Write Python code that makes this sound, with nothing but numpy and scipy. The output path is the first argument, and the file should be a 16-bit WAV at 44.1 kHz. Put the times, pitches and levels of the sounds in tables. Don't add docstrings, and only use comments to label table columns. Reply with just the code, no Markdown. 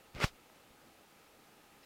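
import sys
import numpy as np
from scipy import signal
from scipy.fft import rfft, irfft
from scipy.io import wavfile
from scipy.ndimage import uniform_filter1d

SR = 44100
rng = np.random.default_rng(int(sys.argv[2]) if len(sys.argv) > 2 else 0)


def volts_from_decibels(level):
    exponent = np.asarray(level, float) / 20
    return 10 ** exponent


def persist_wave(psi):
    counts = np.round(np.clip(psi, -1, 1) * 32767).astype(np.int16)
    wavfile.write(sys.argv[1], SR, np.atleast_2d(counts).T)


N = 81585


def evened(x):
    return x / np.sqrt(np.mean(x ** 2) + 1e-20)


def read(points, hz):
    f, value = np.transpose(points)
    return np.interp(np.log(hz + 1), np.log(f + 1), value)


def colour(x, points):
    log_gain = np.log(volts_from_decibels(read(points, abs(np.fft.fftfreq(4096, 1 / SR)))))
    minimum_phase = np.exp(np.conj(signal.hilbert(log_gain)))
    taps = np.fft.ifft(minimum_phase).real[:2048]
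    return evened(signal.oaconvolve(x, taps)[:len(x)])


def resonate(x, hz, width):
    return signal.lfilter(*signal.iirpeak(hz, hz / width, fs=SR), x)


def resonate_twice(x, hz, width):
    return resonate(resonate(x, hz, width), hz, width)


def knocks(rows, cycles):
    out, t = np.zeros(N), np.arange(N) / SR
    for start, db, hz, direction in rows:
        turns = np.maximum(t - start, 0) * hz
        swing = turns * np.exp(-turns / cycles) * np.sin(2 * np.pi * turns)
        out += direction * volts_from_decibels(db) * swing / abs(swing).max()
    return out


def air_wash():
    patch_db, swell_db = 0.96, 0.34
    frames = N // 256 + 5
    real, imag, patches = rng.standard_normal((frames, 513, 3)).T
    patches = uniform_filter1d(patches, 14, 0)
    patches = evened(uniform_filter1d(patches, 12, 1))
    swell = evened(uniform_filter1d(rng.standard_normal(frames), 10))
    z = (real + 1j * imag) * volts_from_decibels(patch_db * patches + swell_db * swell)
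    return evened(signal.istft(z, nperseg=1024, noverlap=768)[1][:N])


def room_air():
    # f/Hz, level/dB per Hz
    air_spectrum = [(25, -8), (140, -4.5), (210, -0.5), (450, -1), (850, -6.5), (1020, -8.5), (2500, -9.5),
                    (6000, -19.5), (15400, -30)]
    # f/Hz, width/Hz, level/dB
    humps = [(771, 460, -76), (1323, 70, -90), (2463, 320, -94.5)]
    wash = air_wash()
    gain = volts_from_decibels(read(air_spectrum, np.fft.rfftfreq(N, 1 / SR)))
    out = volts_from_decibels(-63.5) * evened(irfft(rfft(wash) * gain, N))
    for hz, width, db in humps:
        out += volts_from_decibels(db) * evened(resonate_twice(wash[::-1], hz, width))
    return out


def appliance_tones():
    # f/Hz, level/dB
    hum_lines = [(818.3, -79), (1238, -79.5), (1292, -88), (1335, -84), (2654, -86.5)]
    out, t = np.zeros(N), np.arange(N) / SR
    for hz, db in hum_lines:
        waver = 2.2 * evened(uniform_filter1d(rng.standard_normal(N), 4000))
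        out += volts_from_decibels(db + 5) * np.sin(2 * np.pi * hz * t + waver)
    return out


def skin_slips():
    # f/Hz, width/Hz, level/dB
    shell = [(1300, 300, -29), (2140, 250, 4.5), (2840, 220, -3), (5100, 1050, -5)]
    slips_per_s, spread_db, slip_share = 6000, 2.5, 0.55
    size = volts_from_decibels(spread_db * np.minimum(rng.exponential(1, N), 3))
    size = size * (rng.random(N) < slips_per_s / SR)
    jerks = evened(size * rng.choice([1., 1., -1.], N))
    slips = slip_share * jerks + (1 - slip_share) * rng.standard_normal(N)
    return slips + sum(volts_from_decibels(db) * resonate(slips, hz, width) for hz, width, db in shell)


def finger_drag():
    # t/s, level/dB, brightness/0-1
    course = [
        (0.144, -62, 0.),
        (.163, -51.5, 0.02),
        (.198, -48, 0.06),
        (.218, -36, 0.18),
        (0.236, -31, 0.13),
        (0.242, -27.5, 0.19),
        (0.253, -41.5, 0.98),
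        (.290, -56, 1),
        (.312, -72, 0.7),
    ]
    # f/Hz, level/dB per Hz
    pressed = [(88, -48.5), (150, -1.5), (471, -1), (1090, -4), (1220, 2), (2140, -8), (2360, -4.5),
               (3620, -10), (15500, -38)]
    # f/Hz, level/dB per Hz
    brushed = [(88, -58), (150, -16), (268, -31), (404, -1.5), (1150, -2.5), (1370, -0.5), (1760, -11.5),
               (3830, -4), (15500, -23.5)]
    start, level_db, bright = np.transpose(course)
    t = np.arange(N) / SR
    slips = skin_slips()
    mix = np.clip(np.interp(t, start, bright), 0, 1)
    rub = np.sqrt(1 - mix) * colour(slips, pressed)
    rub += np.sqrt(mix) * colour(slips[::-1], brushed)
    rub += volts_from_decibels(-8) * (1 - mix) ** 4 * evened(resonate_twice(slips, 430, 510))
    return rub * volts_from_decibels(np.interp(t, start, level_db, left=-120, right=-120))


def body_pushes():
    # t/s, peak level/dB, f/Hz, direction/signed factor
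    shoves = [(.1445, -47, 99, -0.86), (.1495, -40.5, 172, 1), (.1520, -45.5, 91, -1.1),
              (.1575, -43.5, 55, 0.91), (.1638, -38, 90, 0.94), (.1835, -43, 169, 1),
              (.1865, -44.5, 347, -1.8), (.2408, -24.5, 190, 1), (.2431, -17, 103.5, -0.74),
              (.2490, -36.5, 28.7, 0.72), (.300, -58, 26.2, -1), (.330, -58.5, 22, 1), (.706, -57, 84, 1)]
    vent = signal.butter(1, 14, "high", fs=SR)
    return signal.lfilter(*vent, knocks(shoves, 0.15))


def skin_ticks():
    # t/s, peak level/dB, f/Hz, direction/signed factor
    snaps = [(.1497, -38.5, 3660, -1.2), (.1577, -38, 3140, -0.91), (.1627, -39.5, 2380, -1.1),
             (.2025, -27.5, 826, 0.84), (.2028, -27, 4000, 1), (.2153, -23.5, 1680, 1),
             (.2334, -30, 1130, 0.63), (.2390, -23, 1300, -1.2), (.2415, -16, 1700, 1),
             (.2422, -16, 1300, 0.88), (.4970, -50, 1730, 1), (.4999, -46.5, 1000, 1)]
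    return knocks(snaps, 0.25)


def cloth_rustle():
    # f/Hz, width/Hz, level/dB
    cloth_bands = [(2060, 360, -2), (2680, 250, 0), (4000, 250, 3), (5200, 900, -6)]
    start_s, rise_s, fade_s = 1.828, 0.0071, 0.02
    t = np.maximum(np.arange(N) / SR - start_s, 0)
    roughness_db = 4.3 * evened(uniform_filter1d(rng.standard_normal(N), 60))
    grains = rng.standard_normal(N) * volts_from_decibels(roughness_db)
    body = evened(sum(volts_from_decibels(db) * resonate_twice(grains, hz, width) for hz, width, db in cloth_bands))
    return volts_from_decibels(-60.5) * body * np.minimum(t / rise_s, 1) * np.exp(-(t / fade_s) ** 2)


def scene():
    room = room_air() + appliance_tones()
    handling = finger_drag() + body_pushes() + skin_ticks() + cloth_rustle()
    return (room + handling)[None]


def top_cut(x):
    return signal.sosfilt(signal.butter(12, 15700, fs=SR, output="sos"), x)


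def record(dry):
    hiss = signal.lfilter(*signal.butter(1, 1530, "high", fs=SR), rng.standard_normal(dry.shape))
    return top_cut(dry + volts_from_decibels(-69.5) * hiss)


dry = scene()
out = record(dry)
persist_wave(out)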